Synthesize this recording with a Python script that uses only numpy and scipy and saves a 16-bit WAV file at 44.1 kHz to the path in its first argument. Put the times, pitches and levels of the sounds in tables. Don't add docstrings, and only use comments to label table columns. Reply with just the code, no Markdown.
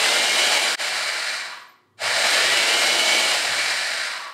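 import sys
import numpy as np
from scipy import signal
from scipy.fft import rfft, irfft
from scipy.io import wavfile
from scipy.ndimage import uniform_filter1d

SR = 44100
rng = np.random.default_rng(int(sys.argv[2]) if len(sys.argv) > 2 else 0)


def digitize_waveform(pressure):
    field = np.atleast_2d(pressure).T
    bounded = np.clip(field, -1, 1)
    quanta = np.round(bounded * 32767).astype(np.int16)
    wavfile.write(sys.argv[1], SR, quanta)


N = 191161
T = np.arange(N) / SR
DRAG_PER_S, ATTACK_S = 1.33, 0.078
TOP_HZ = 15650
# (frequency [Hz], width [Hz], gain [dB])
PANELS = [(242, 27, -6.5), (379, 29, -7), (468, 30, -10), (581, 40, -1.5), (648.5, 68, 5.5), (728, 49, -2),
          (834, 27, -1.5), (1402, 61, -5.5), (1520, 15, -14.5), (1635, 21, -15), (1726, 48, -5.5),
          (1873, 20, -5), (1942, 22, -8.5), (2037, 30, -9.5), (2232, 43, -5), (2355, 63, -0.5),
          (2676, 28, -2), (2926, 88, -6.5), (3154, 50, -5), (4034, 64, -8.5), (4090, 22, -7),
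          (4486, 31, -11.5), (4724, 94, -6), (5040, 140, -6.5), (5600, 20, -26), (7235, 210, -2),
          (8370, 290, -2)]


def saw():
    # (frequency [Hz], level [dB per Hz])
    housing = [(35, -78), (60, -46.5), (100, -25.5), (149, -26), (240, -14.5), (310, -13), (400, -9.5),
               (573, -9.5), (1100, -7), (2260, -3), (2540, -6.5), (2920, -2), (3440, -5), (4050, -3.5),
               (6010, -10.5), (8520, -13), (15600, -32.5)]
    # (band [Hz], at half speed [dB], gears slack [dB], starting torque [dB])
    shifts = [(150, -6.5, -1, 5), (330, -15, -1, 1.5), (615, -7, 1, 8), (1090, -3, 13, 0.5),
              (1835, 3.5, -3, -3.5), (3000, -7, 1, 2), (3340, -7.5, 5, 2.5), (3970, 0, -0.5, -2),
              (6400, -4, -4, -1), (10000, -4, -8, 0), (14000, -7, 1, 0.5)]
    # (frequency [Hz], width [Hz], gain [dB])
    stand_modes = [(570, 22, -14), (990, 40, 1), (1108, 58, 1), (1160, 27, -7), (1210, 19, -3),
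                   (1660, 18, -2), (1930, 22, 4)]
    hz, slack = shaft()
    slow = 2 * np.minimum(1 - hz / hz.max(), .55)
    acceleration = uniform_filter1d(np.gradient(hz) * SR, size=4000)
    torque = np.clip(acceleration / 480, 0, 1) ** 2
    shake = clatter(hz)
    body = level(colour(shake + undb(3.0) * ring(shake, PANELS), housing), 1.41)
    bands = split(body, [row[0] for row in shifts])
    shell = sum(undb(slow_db * slow + slack_db * slack + torque_db * torque) * band
                for band, (_, slow_db, slack_db, torque_db) in zip(bands, shifts))
    stand = slack * level(ring(shake, stand_modes), 0.5)
    clatter_db, whine_db = effort(hz)
    return undb(clatter_db) * (shell + stand) + whine(hz, whine_db) + rumble(slack)


def clatter(hz, teeth=9, hiss_db=4.5):
    rate = 1.5 * teeth * np.maximum(hz, 110)
    strikes = rng.random(N) < rate / SR
    knocks = strikes * np.clip(rng.standard_normal(N), -2, 2) / np.sqrt(rate)
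    throb = undb(0.74 * walk(120) + 0.63 * walk(12))
    return throb * (level(knocks, 0) + level(rng.standard_normal(N), hiss_db))


def whine(hz, gears_db):
    # unbalance, pinion teeth and sidebands, second gear, overtones (multiple of shaft rate), (level [dB])
    orders = [1, 2, 2.5, 6, 7, 8, 9, 10, 11.5, 12.47, 13, 16, 17.95, 27, 29, 35, 37]
    orders_db = [-24.5, -18, -20, -17, -15, -15.5, -1.5, -14, -11, -7.5, -12, -5.5, -9, -14.5, -18, -23.5,
                 -18]
    slots = [12, 24, 48]
    slots_db = [-33, -37, -51.5]
    whistles = [43, 48, 67, 75]
    whistles_db = [-53, -47, -52, -57]
    # (frequency [Hz], width [Hz], gain [dB])
    cavity = [(10100, 900, -3.5), (10680, 450, 1.5)]
    angle = 2 * np.pi * np.cumsum(hz * (1 + 0.00041 * walk(40))) / SR
    gears = sum(undb(db + 1.2 * walk(40)) * np.sin(k * angle + .22 * walk(30))
                for k, db in zip(orders, orders_db))
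    pull = sum(undb(db + 1.5 * walk(25)) * np.sin(k * angle) for k, db in zip(slots, slots_db))
    powered = uniform_filter1d(1. * (np.gradient(hz) > 0), size=1500)
    tones = undb(gears_db) * gears + powered * (hz / hz.max()) ** 3.6 * pull
    high = sum(undb(db + 3.0 * walk(25)) * np.sin(k * angle) * (k * hz < TOP_HZ)
               for k, db in zip(whistles, whistles_db))
    high = high * undb(-5.0 * powered)
    return tones + undb(1.0) * ring(tones, PANELS) + ring(ring(high, cavity), cavity)


def shaft(kick_hz=54.6, spin_up_s=.35, halt_s=.42, slack_s=.33):
    _, on, off, loose, free_hz = clocks()
    climb = free_hz - (free_hz - kick_hz) * np.exp(-on / spin_up_s)
    friction = np.maximum(1 - (loose / halt_s) ** 1.5, .1)
    return climb / (1 + DRAG_PER_S * off) * friction, np.minimum(loose / slack_s, 1)


def effort(hz, release_s=.06, build_s=0.48, still_db=-81):
    run, on, off, loose, free_hz = clocks()
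    driven_db, coasting_db = np.array([-20, -21])[run], np.array([-23, -21.5])[run]
    die_db_per_s2 = np.array([260, 232])[run]
    freed = np.minimum(off / release_s, 1)
    swell = 3.0 * np.exp(-((hz - 181.3) / 31) ** 2)
    attack = 42 * np.log10(np.clip(on / ATTACK_S, 1e-3, 1))
    driven = driven_db - 1.5 * on + swell + attack
    halvings = np.log2(1 + DRAG_PER_S * off)
    die = -3 * np.minimum(loose / 0.017, 1) - die_db_per_s2 * loose ** 2
    coast = coasting_db - 4 * halvings + die
    clatter_db = np.maximum((1 - freed) * driven + freed * coast, still_db)
    loaded = -28.5 - 49 * np.maximum(1 - on / build_s, 0) ** 1.9
    unloaded = np.array([-37.5, -33])[run] - 18 * np.log2(free_hz / hz)
    return clatter_db, (1 - freed) * loaded + freed * unloaded


def clocks():
    # (switch-on [s], switch-off [s], gears go slack [s], free speed [Hz])
    runs = [(-.64, .56, 1.365, 254), (1.965, 3.21, 4.06, 257)]
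    run = np.maximum(np.searchsorted(np.array(runs)[:, 0], T) - 1, 0)
    on, off, loose, free_hz = np.array(runs)[run].T
    return run, np.minimum(T, off) - on, np.maximum(T - off, 0), np.maximum(T - loose, 0), free_hz


def rumble(slack, rise_db_per_s=121, humming_db=-69):
    # (peak time [s], level [dB], fade [dB/s])
    booms = [(.152, -58.5, 150), (.69, -66, 100), (.91, -59, 45), (2.06, -47, 100), (2.41, -47, 75),
             (3.0, -60, 15), (3.5, -56, 25)]
    # (frequency [Hz], width [Hz], gain [dB])
    floor = [(101, 12, 1), (122, 11, -3)]
    on = clocks()[1]
    swells = [db - np.maximum(rise_db_per_s * (peak - T), fade * (T - peak)) for peak, db, fade in booms]
    booming = undb(np.max(swells, axis=0)) * np.minimum(on / ATTACK_S, 1)
    gain = np.maximum(booming, undb(humming_db - 6.0 * slack))
    return gain * level(ring(ring(rng.standard_normal(N), floor), floor), -1.6)


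def squeak(base_hz=11780, rise_hz_per_s=850, edge_db_per_s=1500):
    # (start [s], length [s], level [dB])
    squeaks = [(1.48, .05, -78), (1.565, .025, -72), (1.61, .025, -67), (1.675, 0.057, -66),
               (1.75, .04, -80), (4.18, .07, -70), (4.28, .06, -69)]
    loose = clocks()[3]
    hz = base_hz + rise_hz_per_s * np.minimum(loose, .36)
    gain = np.zeros(N)
    for start, length, db in squeaks:
        outside_s = np.maximum(np.maximum(start - T, T - start - length), 0)
        gain += undb(db - edge_db_per_s * outside_s)
    return gain * undb(4.0 * walk(90)) * np.sin(2 * np.pi * np.cumsum(hz + 70 * walk(300)) / SR)


def room(x, t60_s=0.61, echo_db=-5.5, dull_hz=2500):
    t = np.arange(int(.7 * SR)) / SR
    noise = rng.standard_normal(len(t)) * (t > .006)
    dull = signal.lfilter(*signal.butter(1, dull_hz, fs=SR), noise)
    fade = 1000. ** (-t / t60_s)
    tail = dull * fade + (noise - dull) * fade ** 1.53
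    return x + undb(echo_db) * signal.fftconvolve(x, tail / np.sqrt(np.sum(tail ** 2)))[:N]


def room_tone(air_db=-67.5):
    # (frequency [Hz], level [dB])
    hum_tones = [(113.0, -81.5), (242.2, -76.5), (360.7, -73.5), (393.0, -93)]
    # (frequency [Hz], level [dB per Hz])
    air = [(35, -43), (60, -17.5), (102, -6), (372, 2), (633, -14.5), (762, -12.5), (1100, -6.5),
           (1450, -20.5), (15000, -32)]
    hum = sum(np.sqrt(2) * undb(db) * np.sin(2 * np.pi * hz * T) for hz, db in hum_tones)
    return level(colour(rng.standard_normal(N), air), air_db) + hum


def undb(db):
    return 10 ** (np.asarray(db) / 20)


def level(x, db):
    return x * undb(db) / np.sqrt(np.mean(x ** 2))


def colour(x, points):
    hz, db = np.transpose(points)
    f = np.arange(N // 2 + 1) * SR / N + 1
    return irfft(rfft(x) * undb(np.interp(np.log(f), np.log(hz), db)), N)


def ring(x, modes):
    return sum(undb(db) * signal.lfilter(*signal.iirpeak(hz, hz / width, SR), x)
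               for hz, width, db in modes)


def split(x, centres_hz):
    log_f = np.log(np.arange(N // 2 + 1) * SR / N + 1)
    spectrum = rfft(x)
    return [irfft(spectrum * np.interp(log_f, np.log(centres_hz), one), N)
            for one in np.eye(len(centres_hz))]


def walk(rate):
    hold = int(SR / rate)
    steps = np.repeat(rng.standard_normal(N // hold + 1), hold)
    return 1.33 * uniform_filter1d(uniform_filter1d(steps, hold), hold)[:N]


def scene():
    mono = room(saw()) + squeak() + room_tone()
    return np.array([mono, mono])


def record(dry, dip_db=-38, low_cut_hz=99):
    start_s, lowest_s, back_s = .75, .762, .806
    fall = np.clip((T - start_s) / (lowest_s - start_s), 0, 1) ** 1.6
    rise = np.clip((back_s - T) / (back_s - lowest_s), 0, 1) ** 1.64
    x = dry * undb(dip_db * np.minimum(fall, rise))
    x = signal.sosfilt(signal.butter(6, low_cut_hz, "highpass", fs=SR, output="sos"), x)
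    return signal.sosfilt(signal.ellip(12, .3, 80, TOP_HZ, fs=SR, output="sos"), x)


dry = scene()
out = record(dry)
digitize_waveform(out)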